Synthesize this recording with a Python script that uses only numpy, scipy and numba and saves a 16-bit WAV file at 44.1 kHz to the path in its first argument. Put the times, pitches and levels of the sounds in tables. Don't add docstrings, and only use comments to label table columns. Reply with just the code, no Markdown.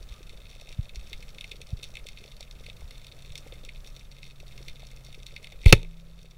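import sys
import numpy as np
from scipy import signal
from scipy.fft import rfft, irfft
from scipy.io import wavfile
from scipy.ndimage import uniform_filter1d
from numba import njit

SR = 44100
rng = np.random.default_rng(int(sys.argv[2]) if len(sys.argv) > 2 else 0)


def to_wav(s):
    ch = np.atleast_2d(s).T
    pcm = np.round(np.clip(ch, -1, 1) * 32767)
    wavfile.write(sys.argv[1], SR, pcm.astype(np.int16))


N = 280917
TIME = np.arange(N) / SR
RECOIL_S, CRACK_S = 5.6585, 5.726

# start_s, impact_db (peak), contact_s (decay),
# body_db and treble_db (relative, before the offsets shared by all blows)
GUN_BLOWS = [(5.6343, -39, .001, -23, 0), (5.642, -38.5, .002, -18, -5), (5.656, -29, .0024, -14.5, -4),
             (5.6597, -12.5, .0025, -10.5, -8), (5.7254, 7, .0012, -9, -4.5), (5.727, 6, .0035, -1, -4.5),
             (5.8302, -28, .001, -27, 2), (5.847, -36.5, .0008, -13, -14)]
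# pitch_hz, t60_s, level_db (relative)
BARREL_MODES = [(417, 0.031, 0.5), (546, 0.026, -2.5), (890, .022, -11.5), (1100, 0.033, -19),
                (1318, 0.026, -10.5)]
# pitch_hz, t60_s, level_db (relative)
GUN_RING = [(429.4, .14, -2.5), (890, .1, -13), (1570, 0.098, -8.5), (2066, 0.062, 1.5), (2260, .11, -1.5),
            (2570, .1, -4), (2720, .1, -7.5), (3600, .11, -9), (3620, 0.098, -8), (5210, .1, -16),
            (6440, .07, -12)]


def blows(ring_db=-32, rough_db=-13, top_db=-2, knock_db=-3):
    out, t = np.zeros(N), TIME[:SR // 3]
    knock = struck(BARREL_MODES, t)
    gun_ring = struck(GUN_RING, t)
    for start_s, impact_db, contact_s, body_db, treble_db in GUN_BLOWS:
        roughness = rng.standard_normal(len(t)) * burst(t, contact_s)
        contact = signal.unit_impulse(len(t)) + undb(rough_db) * roughness
        shade = [(400, -4), (1600, -9), (2200, 3), (3600, treble_db - 3), (7000, top_db + treble_db / 2)]
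        impact = peak(colour(housing(contact), shade), 0)
        hit = impact + undb(body_db + knock_db) * knock + undb(ring_db) * gun_ring
        add(out, start_s, undb(impact_db) * hit)
    return out


def shaft(start_s=5.66, rise_s=.02, hold_s=.024, release_s=.011, level_db=-31):
    age = TIME - start_s
    speed = np.clip(age / rise_s, 0, 1)
    contact = np.exp(-np.maximum(age - rise_s - hold_s, 0) / release_s)
    scrape = rub([(500, 1), (900, -1), (1500, -2), (2500, 2), (4200, 5), (7500, 1.5), (11000, 6), (14000, 9)])
    return undb(level_db) * speed * contact * scrape


def line(whip_db=-15, whip_decay_s=.006, run_db=-29.5, run_decay_s=.044):
    age = TIME - CRACK_S
    pull = undb(whip_db) * burst(age, whip_decay_s) + undb(run_db) * burst(age, run_decay_s)
    return pull * rub([(420, 4), (900, -3.5), (2500, -2), (4200, -4), (11000, -3)])


# pitch_hz, t60_s, level_db (before a 220 Hz low-pass)
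JOLT_MODES = [(27, 0.84, -19.5), (61.4, 0.11, -9.5), (129, 0.037, 7), (113, .2, -15), (166, 2.6, -37.5)]


def recoil():
    out, t = np.zeros(N), TIME[:SR]
    add(out, RECOIL_S, thump(level_db=-1, edge_hz=110, sway_hz=23.3))
    sway = ring(20, 0.29, t) * (1 - burst(t, 0.0044))
    add(out, RECOIL_S + 0.011, undb(-5.5) * sway)
    jolt = sum(undb(level_db) * ring(hz, t60_s, t) for hz, t60_s, level_db in JOLT_MODES)
    add(out, CRACK_S, cut(jolt, 220, "low", order=4))
    return out


CLAW_LEAD_S = .0032
# collapse_s, level_db (nominal peak, before a shared trim), treble_db (share)
NEAR_SNAPS = [(0.2942, -35.5, -26), (0.6125, -36, -17), (0.6913, -37.5, -14), (0.7253, -34, -24),
              (0.8932, -34, -29), (0.9577, -30.5, -17), (1.1303, -24.5, -28), (1.3838, -30, -26),
              (1.4097, -25.5, -27), (1.4421, -27, -26), (1.516, -25, -28), (1.6157, -31, -23),
              (1.8307, -26, -21), (1.8404, -29, -18), (1.9535, -29, -25), (1.9694, -26.5, -28),
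              (2.0677, -30.5, -19.5), (2.0872, -29, -22), (2.1734, -33.5, -31), (2.2393, -36, -20),
              (2.4074, -31, -20), (2.4274, -33.5, -22), (2.5112, -34, -21), (2.6638, -31, -24),
              (2.6988, -30.5, -26.5), (2.9083, -34, -24), (3.045, -36.5, -20), (3.0679, -35, -20),
              (3.1218, -36, -25), (3.3212, -37, -23), (3.3548, -26.5, -20), (3.3777, -29, -16.5),
              (3.5228, -34, -32), (3.6496, -34, -17), (3.69, -29, -33), (3.8731, -36.5, -14),
              (3.9644, -35, -21), (4.2298, -33, -27.5), (4.578, -36, -18), (4.6828, -27.5, -26.5),
              (5.1442, -35, -29), (5.231, -38, -14), (5.2654, -29.5, -20.5), (5.3632, -26.5, -29.5),
              (5.4435, -30, -29), (5.471, -33, -26), (5.5218, -34, -27.5)]


def near_shrimp(trim_db=-1.83):
    out = np.zeros(N)
    times, levels_db, trebles_db = np.transpose(NEAR_SNAPS)
    for collapse_s, level_db, snap in zip(times, levels_db, snaps(trebles_db)):
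        add(out, collapse_s - CLAW_LEAD_S, undb(level_db + trim_db) * snap)
    return out


def far_shrimp(rate=150, nearest_db=-41.5, far_db=-54.5, dull_db=-28, bright_db=-15, count=32):
    out = np.zeros(N)
    for snap in snaps(np.linspace(dull_db, bright_db, count)):
        when, area = rng.random((int(rate * N / SR / count), 2)).T
        distance = np.sqrt(area)
        clicks = np.zeros(N)
        clicks[(when * N).astype(int)] = np.minimum(undb(far_db) / distance, undb(nearest_db))
        out += signal.oaconvolve(clicks, snap)[:N]
    return out


def snaps(trebles_db, decay_s=0.00042, echo_db=-23, echo_s=0.016, claw_db=-16, bounce_db=-11,
          usual_db=-25, crest_db=18, size=2048):
    age = TIME[:size] - CLAW_LEAD_S
    lag_s = rng.uniform(0.00105, 0.00605, (len(trebles_db), 1))
    claw = undb(claw_db) * burst(age + CLAW_LEAD_S, decay_s)
    collapse = burst(age, decay_s)
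    bed = undb(echo_db) * burst(age, echo_s) + undb(bounce_db) * burst(age - lag_s, decay_s)
    rung = housing((claw + collapse + bed) * rng.standard_normal(bed.shape))
    out = []
    for x, tilt in zip(rung, np.asarray(trebles_db) - usual_db):
        shade = [(500, -31.5), (1400, -13.5), (2200, 1 - .4 * tilt), (3600, 1),
                 (5600, 1.1 * tilt + 1), (9000, .7 * tilt - 1.5)]
        out.append(level(colour(x, shade, size=512), -crest_db))
    return out


# start_s, level_db (peak), edge_hz (upper edge)
HOUSING_BUMPS = [(0.104, -35, 65), (0.788, -17, 133), (.964, -31.5, 59.6), (1.728, -20.5, 130),
                 (2.834, -37.5, 75), (3.305, -36.5, 117)]


def bumps():
    out = np.zeros(N)
    for start_s, level_db, edge_hz in HOUSING_BUMPS:
        add(out, start_s, thump(level_db, edge_hz))
    return out


# start_s, level_db (peak, before a shared trim)
HOUSING_KNOCKS = [(0.704, -47.5), (1.602, -45), (3.463, -42.5), (3.523, -42), (3.634, -48), (5.52, -46.5)]


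def knocks(pitch_hz=520, touch_s=0.0065, trim_db=1):
    out, t = np.zeros(N), TIME[:SR // 10]
    for start_s, level_db in HOUSING_KNOCKS:
        touch = rng.standard_normal(len(t)) * np.exp(-t / touch_s)
        knock = signal.fftconvolve(touch, ring(pitch_hz, 0.017, t))
        add(out, start_s, peak(knock, level_db + trim_db))
    return out


# (relative, per Hz)
WATER_SPECTRUM = [(15, 0), (33, -0.5), (48, -4.5), (70, -15.5), (110, -16.5), (180, -20.5), (230, -28.5),
                  (330, -35), (560, -30), (800, -38), (1080, -38.5), (1250, -34), (1450, -38.5),
                  (15000, -51)]


def water(level_db=-43.5):
    noise = colour(rng.standard_normal(N), WATER_SPECTRUM, size=8192)
    return level(noise, level_db) * undb(walk(9))


def gurgle(rate=70, centre_hz=510, spread=.15, cycles=8, level_db=-64):
    out, t = np.zeros(N), TIME[:SR // 20]
    for when, pitch, size in rng.random((int(rate * N / SR), 3)):
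        hz = centre_hz * (1 + spread) ** (4 * pitch - 2)
        blip = ring(hz, cycles / hz, t) * np.minimum(t * hz, 1)
        add(out, when * N / SR, blip / np.sqrt(size + 0.016))
    return level(out, level_db)


# time_s, level_db (before a shared trim and a slow waver)
HUM_COURSE = [(0, -59.5), (2.5, -62), (3.4, -54), (4.8, -51.5), (5.7, -57), (6.37, -49.5)]


def hum(centre_hz=134.4, trim_db=-1.5):
    pitch_hz = centre_hz * (1 + .025 * walk(11))
    phase = 2 * np.pi * np.cumsum(pitch_hz) / SR
    return np.sin(phase) * undb(curve(HUM_COURSE) + trim_db + 2 * walk(3.3))


def whirr():
    noise = signal.fftconvolve(rng.standard_normal(N), ring(1230, 0.036, TIME[:SR // 10]))[:N]
    return level(noise, -62) * np.exp(-((TIME - .16) / 0.05) ** 2)


# pitch_hz, width_hz, level_db
HOUSING_MODES = [(448, 100, 6), (587, 73, 1), (897, 66, -1.5), (1270, 88, -8), (1620, 50, -15.5),
                 (1767, 39, -11.5), (2123, 100, 2.5), (2310, 110, 0.5), (2587, 180, 3), (2992, 390, -5),
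                 (3650, 235, 4), (4110, 110, -11.5), (4197, 150, -3.5), (4617, 210, -9), (5130, 93, -16.5),
                 (5677, 420, -9), (6410, 680, -15), (8040, 770, -16), (9310, 420, -14.5), (10960, 880, -19),
                 (14800, 1000, -23)]


def housing(x):
    t = TIME[:SR // 20]
    response = np.zeros(len(t))
    for k, (hz, width_hz, level_db) in enumerate(HOUSING_MODES):
        mode = ring(hz, np.log(1000) / (np.pi * width_hz), t)
        response += (-1) ** k * undb(level_db) * width_hz * mode
    response *= 2 * np.pi / SR
    rung = signal.oaconvolve(np.atleast_2d(x), response[None], axes=1)
    return rung[:, :np.shape(x)[-1]].reshape(np.shape(x))


def rub(tilt, grain_db=3.5):
    slips = rng.standard_normal(N) * undb(grain_db * walk(700))
    return level(colour(housing(slips), tilt), 0)


def thump(level_db, edge_hz, sway_hz=26, size=16384):
    push = cut(signal.unit_impulse(size), edge_hz, "low", order=5)
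    return peak(cut(push, sway_hz, "high", order=5), level_db)


def struck(modes, t):
    return sum((-1) ** k * undb(db) * ring(hz, t60_s, t) for k, (hz, t60_s, db) in enumerate(modes))


def ring(hz, t60_s, t):
    return np.sin(2 * np.pi * hz * t) * np.exp(-np.log(1000) * t / t60_s)


def burst(age, decay_s):
    return (age >= 0) * np.exp(-np.abs(age) / decay_s)


def walk(rate):
    k = int(SR / rate)
    steps = np.repeat(rng.standard_normal(N // k + 1), k)
    return level(uniform_filter1d(uniform_filter1d(steps, k), k)[:N], 0)


def colour(x, points, size=2048):
    hz, db = np.transpose(points)
    grid = np.maximum(np.fft.rfftfreq(size, 1 / SR), 1)
    cepstrum = irfft(np.log(undb(np.interp(np.log(grid), np.log(hz), db))))
    cepstrum[1:size // 2] *= 2
    cepstrum[size // 2 + 1:] = 0
    response = irfft(np.exp(rfft(cepstrum)))
    return signal.fftconvolve(x, response)[:len(x)]


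def cut(x, hz, kind, order=2):
    return signal.sosfilt(signal.butter(order, hz, kind, fs=SR, output="sos"), x)


def undb(db):
    return 10 ** (np.asarray(db) / 20)


def level(x, db):
    return x * undb(db) / np.std(x)


def peak(x, db):
    return x * undb(db) / np.abs(x).max()


def curve(rows):
    return np.interp(TIME, *np.transpose(rows))


def add(out, start_s, x):
    i = int(np.clip(start_s * SR, 0, N - 1))
    out[i:i + len(x)] += x[:N - i]


def scene():
    gun = blows() + shaft() + line() + recoil()
    shrimp = near_shrimp() + far_shrimp()
    handling = bumps() + knocks()
    background = water() + gurgle() + hum() + whirr()
    return (gun + shrimp + handling + background)[None]


@njit
def follow(x, attack, release):
    out, e = np.empty(len(x)), 0.
    for i in range(len(x)):
        e += (x[i] - e) * (attack if x[i] > e else release)
        out[i] = e
    return out


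def record(dry, threshold_db=-27, attack_s=0.011, release_s=3.0, slope=0.39, order=8, top_hz=15700):
    x = dry[0] / (1 + np.abs(dry[0]) ** order) ** (1 / order)
    heard = np.abs(cut(x, 300, "high", order=4))
    envelope = follow(heard, 1 / (attack_s * SR), 1 / (release_s * SR))
    duck_db = slope * 20 * np.log10(np.maximum(envelope / undb(threshold_db), 1))
    x = x * undb(-cut(duck_db, 3.1, "low", order=1))
    return signal.sosfilt(signal.ellip(10, .2, 95, top_hz, fs=SR, output="sos"), x)[None]


dry = scene()
out = record(dry)
to_wav(out)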